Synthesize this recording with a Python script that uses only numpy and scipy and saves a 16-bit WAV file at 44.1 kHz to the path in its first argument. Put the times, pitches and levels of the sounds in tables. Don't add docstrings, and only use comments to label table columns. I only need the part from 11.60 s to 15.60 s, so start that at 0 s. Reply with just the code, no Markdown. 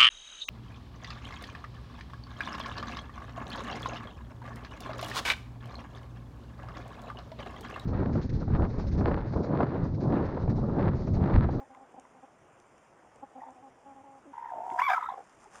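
import sys
import numpy as np
from scipy import signal
from scipy.fft import rfft, irfft
from scipy.io import wavfile
from scipy.ndimage import uniform_filter1d

SR = 44100
rng = np.random.default_rng(int(sys.argv[2]) if len(sys.argv) > 2 else 0)


def how_loud(loudness_db):
    steps = np.asarray(loudness_db, float) / 20
    return 10 ** steps


def dump_mix(stems):
    frames = np.atleast_2d(stems).T
    limited = np.clip(frames, -1, 1)
    pcm = np.round(limited * 32767).astype(np.int16)
    wavfile.write(sys.argv[1], SR, pcm)


N = 176400

# frequency in Hz, density in dB per Hz.
YARD_COLOUR = [(20, -16.5), (100, -5.5), (300, -4), (805, -0.5), (2730, -18.5), (3900, -28), (7800, -23.5)]

# start in seconds, length in seconds, level in dB, pitch in Hz.
MURMURS = [(-.02, 0.066, -47.5, 274), (0.092, 0.055, -53, 268), (0.157, 0.047, -54.5, 264.6),
           (0.197, 0.059, -53, 271), (0.338, 0.017, -40.5, 262), (0.373, 0.029, -42, 260.3),
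           (0.538, 0.071, -58, 264.5), (.622, 0.036, -47.5, 268.3), (1.623, 0.025, -36, 272.7),
           (1.747, 0.066, -45.5, 264.4), (1.855, 0.081, -50, 264.3), (1.949, 0.072, -55.5, 256),
           (2.018, 0.082, -51.5, 273.8), (2.248, 0.098, -51, 280.5), (2.347, 0.082, -52, 272.3),
           (2.429, .17, -54.5, 277.5)]
# multiple of the pitch, level in dB.
MURMUR_PARTIALS = [(1, -7), (2, -8.5), (3, 0.5), (4, -13.5), (5, -24)]
# time in seconds, pitch in Hz, level in dB.
COO = [
    (2.652, 365, -47),
    (2.672, 284, -44),
    (2.725, 275, -49),
]
# multiple of the pitch, level in dB.
COO_PARTIALS = [(1, -11), (2, -17.5), (3, -21)]

# time in seconds, peak in dB, low part in dB.
STEM_TICKS = [(0.149, -57.5, 18), (0.398, -44, -0.5), (1.0008, -48.5, -5.5), (1.1808, -51.5, 9),
              (1.5593, -52, 4), (1.9064, -48, -12), (3.1018, -58, 26.5), (3.666, -55, -6),
              (3.696, -48.5, -0.5), (3.9307, -53, 4), (3.962, -52, 8)]
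# time of the peak in seconds, level in dB, ring in Hz.
BEAK_TAPS = [(.15, -49, 1015), (0.149, -52.5, 2090), (.367, -50, 890), (3.101, -63, 1800),
             (3.119, -52, 1470), (0.453, -51, 1000), (0.453, -57.5, 2000), (3.118, -49, 2090),
             (3.127, -46.5, 369), (3.86, -46.5, 843), (3.874, -55, 412), (3.954, -46, 1220)]
# middle in seconds, length in seconds, level in dB.
RUSTLES = [
    (3.166, 0.34, -56.5),
    (3.662, 0.52, -64),
    (3.833, 0.11, -61),
    (3.969, 0.13, -50),
]
# frequency in Hz, density in dB per Hz.
LEAF_COLOUR = [(300, -12.5), (1170, -4.5), (3400, -22), (7800, -16)]

# time in seconds, pitch in Hz, level in dB.
SPRAY = [(1.799, 1900, -68.5), (1.895, 1858, -74.5)]
# time in seconds, pitch in Hz, level in dB.
GRUMBLE_HIGH = [(1.815, 891, -45), (1.86, 912, -47.5), (1.888, 878, -46.5), (1.905, 880, -59)]
# time in seconds, pitch in Hz, level in dB.
GRUMBLE_LOW = [(1.815, 712, -45.5), (1.829, 763, -54), (1.915, 719, -59)]
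# time in seconds, pitch in Hz, level in dB.
GRUMBLE_TOP = [(1.815, 1110, -54.5), (1.895, 1060, -59)]
# time in seconds, pitch in Hz, level in dB.
ROLL = [
    (2.733, 941, -47.5),
    (2.83, 952, -40.5),
    (2.915, 940, -46.5),
]
# time in seconds, pitch in Hz, level in dB.
ROLL_TOP = [(2.741, 1994, -69.5), (2.85, 1905, -64.5), (2.905, 1810, -61)]
# time in seconds, pitch in Hz, level in dB.
GROWL_HIGH = [(2.915, 937, -41), (3.02, 890, -41.5), (3.05, 944, -39), (3.18, 945, -41.5)]
# time in seconds, pitch in Hz, level in dB.
GROWL_LOW = [(2.912, 775.5, -39.5), (2.958, 688.6, -43.5), (3.086, 768.5, -40), (3.16, 737, -42.5),
             (3.218, 765, -35.5)]
# time in seconds, pitch in Hz, level in dB.
GROWL_UNDER = [(2.93, 470, -64), (3.169, 430, -60)]
# time in seconds, pitch in Hz, level in dB.
SCREAM = [(3.178, 973, -41), (3.198, 986.6, -20.5), (3.207, 983, -50), (3.22, 1045, -22),
          (3.229, 1165, -31.5), (3.243, 1146, -32), (3.27, 1135, -33), (3.284, 1049, -26),
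          (3.305, 912, -33)]
# time in seconds, pitch in Hz, level in dB.
SCREAM_SHRIEK = [(3.185, 1520, -34), (3.194, 1650, -28), (3.198, 2236, -37.5), (3.209, 2910, -35)]
# time in seconds, pitch in Hz, level in dB.
RASP_LOW = [(3.288, 779, -29), (3.305, 770, -26), (3.32, 751, -30.5), (3.338, 774, -26.5), (3.35, 755, -46)]
# time in seconds, pitch in Hz, level in dB.
RASP_MID = [(3.308, 1142, -41), (3.321, 1260, -28), (3.335, 1240, -36)]
# time in seconds, pitch in Hz, level in dB.
RASP_HIGH = [(3.286, 1487, -36.5), (3.291, 1650, -29), (3.346, 1562, -33)]
# time in seconds, pitch in Hz, level in dB.
RASP_RING = [(3.283, 3337, -54), (3.305, 3643, -50), (3.345, 3475, -62)]
# time in seconds, pitch in Hz, level in dB.
RASP_HISS = [(3.278, 5220, -63.5), (3.308, 4900, -61.5), (3.345, 5030, -58)]
# time in seconds, pitch in Hz, level in dB.
CRY_HIGH = [(3.316, 1121, -50), (3.348, 1384, -27), (3.357, 1325, -44.5), (3.372, 1351, -25.5),
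            (3.4, 1200, -47)]
# time in seconds, pitch in Hz, level in dB.
CRY_LOW = [(3.36, 1070, -28), (3.372, 1067, -47), (3.381, 986, -21), (3.401, 910, -60.5)]
# time in seconds, pitch in Hz, level in dB.
CRY_END = [(3.386, 827, -46), (3.398, 740, -37.5), (3.406, 750, -60)]
# time in seconds, pitch in Hz, level in dB.
TAIL_HIGH = [(3.405, 1252, -38), (3.443, 1278, -47), (3.485, 1366, -29.5)]
# time in seconds, pitch in Hz, level in dB.
TAIL_MID = [(3.419, 1003, -42.5), (3.448, 1041, -36.5), (3.476, 1032, -56), (3.494, 1021, -32.5),
            (3.519, 1090, -48.5), (3.565, 1030, -49)]
# time in seconds, pitch in Hz, level in dB.
TAIL_LOW = [(3.482, 799, -44), (3.494, 804, -40.5), (3.618, 791, -48)]
# time in seconds, pitch in Hz, level in dB.
TAIL_TOP = [(3.39, 2076, -55), (3.431, 1874, -62), (3.528, 1778, -72)]
# time in seconds, pitch in Hz, level in dB.
TAIL_UNDER = [(3.53, 542, -59), (3.616, 482, -51)]
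# time in seconds, pitch in Hz, level in dB.
BEAK_RING = [(3.41, 3780, -78), (3.5, 3730, -65), (3.54, 3540, -85)]
# frequency in Hz, gain in dB.
THROAT = [(1500, -24), (1900, -20.5), (2280, 0.5), (2650, -49), (3450, -14), (3800, -33), (4600, -20),
          (5500, -27.5)]
# middle in seconds, size in dB.
GRUMBLE_THROBS = [(1.824, -4.5), (1.838, 2.5), (1.854, -5), (1.867, -7), (1.877, -8), (1.889, 2),
                  (1.902, -6), (1.915, -8)]
# middle in seconds, size in
# dB.
LONG_CALL_THROBS = [(2.740, 1), (2.754, -2), (2.771, -2), (2.782, 7.5), (2.797, -1), (2.815, -2.5),
                    (2.828, 1.5), (2.845, 1.5), (2.859, 4.5), (2.875, -0.5), (2.890, 1.5), (2.906, 6.5),
                    (2.922, 1.5), (2.94, 1), (2.959, -4.5), (2.973, 0.5), (2.986, 0), (3.008, -0.5),
                    (3.024, -5.5), (3.039, -2), (3.052, -4), (3.067, -1.5), (3.081, -2.5), (3.098, -1),
                    (3.115, 4.5), (3.128, 0.5), (3.147, 2.5), (3.164, 3), (3.178, 2.5),
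                    (3.197, -1.5), (3.219, 1), (3.239, 1), (3.256, 0.5), (3.268, 4), (3.285, 1.5),
                 (3.304, 0.5), (3.320, -2), (3.337, 0), (3.349, -1), (3.369, 0), (3.385, -2.5),
                 (3.398, -4.5), (3.414, 1.5), (3.43, 4.5), (3.445, 2), (3.461, 3), (3.476, -9.5),
                 (3.491, 3.5), (3.505, -1), (3.526, 2.5), (3.542, 1.5), (3.559, -6), (3.581, 3.5),
                 (3.593, 0), (3.606, -4.5), (3.622, 1)]
# time in seconds, level in dB.
TORN_AIR = [(2.73, -60.5), (3.173, -59), (3.195, -30), (3.212, -37), (3.278, -46.5), (3.297, -31.5),
            (3.341, -35), (3.4, -45), (3.623, -63.5)]
# frequency in Hz, density in dB per Hz.
TORN_AIR_COLOUR = [(300, -43), (560, -36.5), (900, 6), (1700, -1.5), (2700, -19.5), (3600, -19),
                   (5000, -27), (7700, -28.5)]

# delay in seconds, level in dB.
ECHOES = [(.003, -24.5), (.011, -14), (.028, -25)]
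# frequency in Hz, gain in dB.
MIRROR = [(8200, -1.5), (9500, -6), (11000, -13), (12500, -20.5), (14000, -33), (15200, -47.5),
          (15700, -65)]


def evened(x):
    return x / np.sqrt(np.mean(x ** 2) + 1e-20)


def read(points, hz):
    f, value = np.transpose(points)
    return np.interp(np.log(hz + 1), np.log(f + 1), value)


def add(mix, s, sound):
    at = round(s * SR)
    part = mix[max(at, 0):][:len(sound) + min(at, 0)]
    part += sound[max(-at, 0):][:len(part)]


def coloured(x, gain_db):
    return irfft(rfft(x) * how_loud(gain_db(np.fft.rfftfreq(len(x), 1 / SR))), len(x))


def wander(count, rate_hz):
    smooth = signal.butter(4, rate_hz, fs=SR, output="sos")
    drift = evened(signal.sosfilt(smooth, rng.standard_normal(SR)))
    return drift[2000:2000 + count]


def yard():
    frames, hz = N // 128 + 5, np.fft.rfftfreq(512, 1 / SR)
    real, imag, patches = rng.standard_normal((frames, 257, 3)).T
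    patches = uniform_filter1d(patches, size=6, axis=0)
    patches = evened(uniform_filter1d(patches, size=20, axis=1))
    flicker = evened(uniform_filter1d(rng.standard_normal(frames), size=4))
    flicker = flicker * np.clip(hz / 5000, .3, 1)[:, None]
    spectrum = (real + 1j * imag) * how_loud(1.57 * patches + 0.4 * flicker)
    wash = signal.istft(spectrum, nperseg=512, noverlap=384)[1][:N]
    return how_loud(-60) * evened(coloured(wash, lambda hz: read(YARD_COLOUR, hz) - 60 * (hz > 8000)))


def stack(hz, partials, rough):
    turns = np.cumsum(hz) / SR + 0.42 * rough * wander(len(hz), 45) + rng.random()
    voice = np.zeros(len(hz))
    for k, db in partials:
        shake = 1 + rough * k ** 0.27 * wander(len(hz), 65 + 0.068 * k * hz.mean())
        voice += how_loud(db) * np.sin(2 * np.pi * k * turns) * shake
    return np.sqrt(2) * voice


def note(length, level_db, pitch_hz):
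    rise_s, fall_s, fade_db, sag, rough = 0.015, 0.016, -2.5, 0.032, 0.072
    t = np.arange(0, length, 1 / SR)
    shape = np.clip(np.minimum(t / rise_s, (length - t) / fall_s), 0, 1)
    level = how_loud(level_db - 1.5 + fade_db * t / length)
    return shape * level * stack(pitch_hz * (1 - sag * t / length), MURMUR_PARTIALS, rough)


def murmurer():
    out = np.zeros(N)
    for start, length, level_db, pitch_hz in MURMURS:
        add(out, start, note(length, level_db, pitch_hz))
    add(out, *side(COO, 0.072, 0, 0, 0, COO_PARTIALS))
    return out


def leaves():
    out, t = np.zeros(N), np.arange(1024) / SR
    for s, db, low_db in STEM_TICKS:
        snap = rng.standard_normal(1024) * np.exp(-t / 0.00097)

        def tick_colour(hz):
            return np.where(hz < 3500, low_db - 5 - 12 * (hz < 1000), -8. * (hz < 5500))
        add(out, s, how_loud(db + 1.5) * coloured(snap, tick_colour))
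    for s, db, hz in BEAK_TAPS:
        peak_s = 3 / hz
        swell = (t / peak_s) * np.exp(1 - t / peak_s)
        add(out, s - peak_s, how_loud(db) * np.sin(2 * np.pi * hz * t) * swell)
    crackles = how_loud(2.6 * np.minimum(rng.exponential(1, N), 4)) * (rng.random(N) < 2500 / SR)
    grains = rng.standard_normal(N) * (0.2 + crackles)
    grains = evened(coloured(grains, lambda hz: read(LEAF_COLOUR, hz)))
    clock = np.arange(N) / SR
    brush = sum(how_loud(db) * np.exp(-8 * ((clock - s) / length) ** 2) for s, length, db in RUSTLES)
    return out + grains * brush


def throb(t, depth):
    s, db = np.transpose(GRUMBLE_THROBS + LONG_CALL_THROBS)
    lean = 1.61
    turns = np.interp(t, s, np.arange(len(s))) + .5 ** (1 / lean)
    gate = np.sin(np.pi * (turns % 1) ** lean) ** 2
    gain = (1 - depth + 1.56 * depth * gate ** 0.69) * how_loud(gate * db[turns.astype(int)])
    return gain, turns % 1


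def side(curve, rough, lag_s, depth, tilt_db, partials=None):
    s, hz, db = np.transpose(curve)
    t = np.arange(s[0], s[-1], 1 / SR)
    gain, progress = throb(t - lag_s, depth)
    ends = np.clip(np.minimum(t - s[0], s[-1] - t) / 0.003, 0, 1)
    hz = np.interp(t, s, hz) * (1 + 0.078 * depth * (.5 - progress))
    if partials is None:
        overtones = [(k, read(THROAT, k * hz) + tilt_db * (k - 1)) for k in range(2, 6)]
        partials = [(0.99, 0.021)] + overtones
    return s[0], ends * gain * how_loud(np.interp(t, s, db)) * stack(hz, partials, rough)


def torn_air():
    s, db = np.transpose(TORN_AIR)
    t = np.arange(s[0], s[-1], 1 / SR)
    air = evened(coloured(rng.standard_normal(SR), lambda hz: read(TORN_AIR_COLOUR, hz)))
    return s[0], air[:len(t)] * how_loud(np.interp(t, s, db)) * throb(t, 0.3)[0]


def squawker():
    out = np.zeros(N)
    # curves, roughness, throb lag in seconds, throb depth, tilt in dB per overtone.
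    voices = [
        ((GRUMBLE_HIGH,), .4, 0, .8, -6),
        ((GRUMBLE_LOW, GRUMBLE_TOP), .45, 0, .8, -30),
        ((ROLL,), .3, 0, .9, -16),
        ((GROWL_HIGH, GROWL_LOW), .28, 0, .7, -25),
        ((SCREAM,), .13, 0, .25, -2.5),
        ((RASP_LOW, SCREAM_SHRIEK, RASP_MID, RASP_HIGH), .35, 0, .45, -5),
        ((CRY_HIGH, CRY_LOW, CRY_END), .2, 0, .15, -9),
        ((TAIL_HIGH, TAIL_MID), .3, 0, .97, -12),
        ((TAIL_LOW, TAIL_UNDER), .35, 0, .7, -14),
        ((BEAK_RING, TAIL_TOP, GROWL_UNDER, SPRAY), 1.6, .006, .8, -30),
        ((ROLL_TOP,), .7, .005, .85, -35),
        ((RASP_RING, RASP_HISS), 1.5, 0, .5, -40)]
    for curves, rough, lag_s, depth, tilt_db in voices:
        for curve in curves:
            add(out, *side(curve, rough, lag_s, depth, tilt_db))
    add(out, *torn_air())
    return out


def scene():
    hens = squawker() + murmurer()
    near = hens.copy()
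    for delay, db in ECHOES:
        add(near, delay, how_loud(db) * hens)
    return (near + leaves() + yard())[None]


def roll_off(x):
    return signal.sosfilt(signal.butter(12, 15640, fs=SR, output="sos"), x)


def record(dry):
    low_rate_hz = 16000

    def pickup_colour(hz):
        port_dip = -9 * np.exp(-((hz - 4220) / 520) ** 2)
        return -70 * (hz > low_rate_hz / 2 - 268) - 40 * (hz < 15) + port_dip
    low = coloured(dry[0], pickup_colour)
    image = 2 * low * np.cos(2 * np.pi * low_rate_hz * np.arange(N) / SR)
    image = coloured(image, lambda hz: read(MIRROR, hz) - 80 * (hz > low_rate_hz - 250))
    running = np.arange(N) < 3.995 * SR
    return roll_off(((low + image) * running)[None])


dry = scene()
out = record(dry)
dump_mix(out)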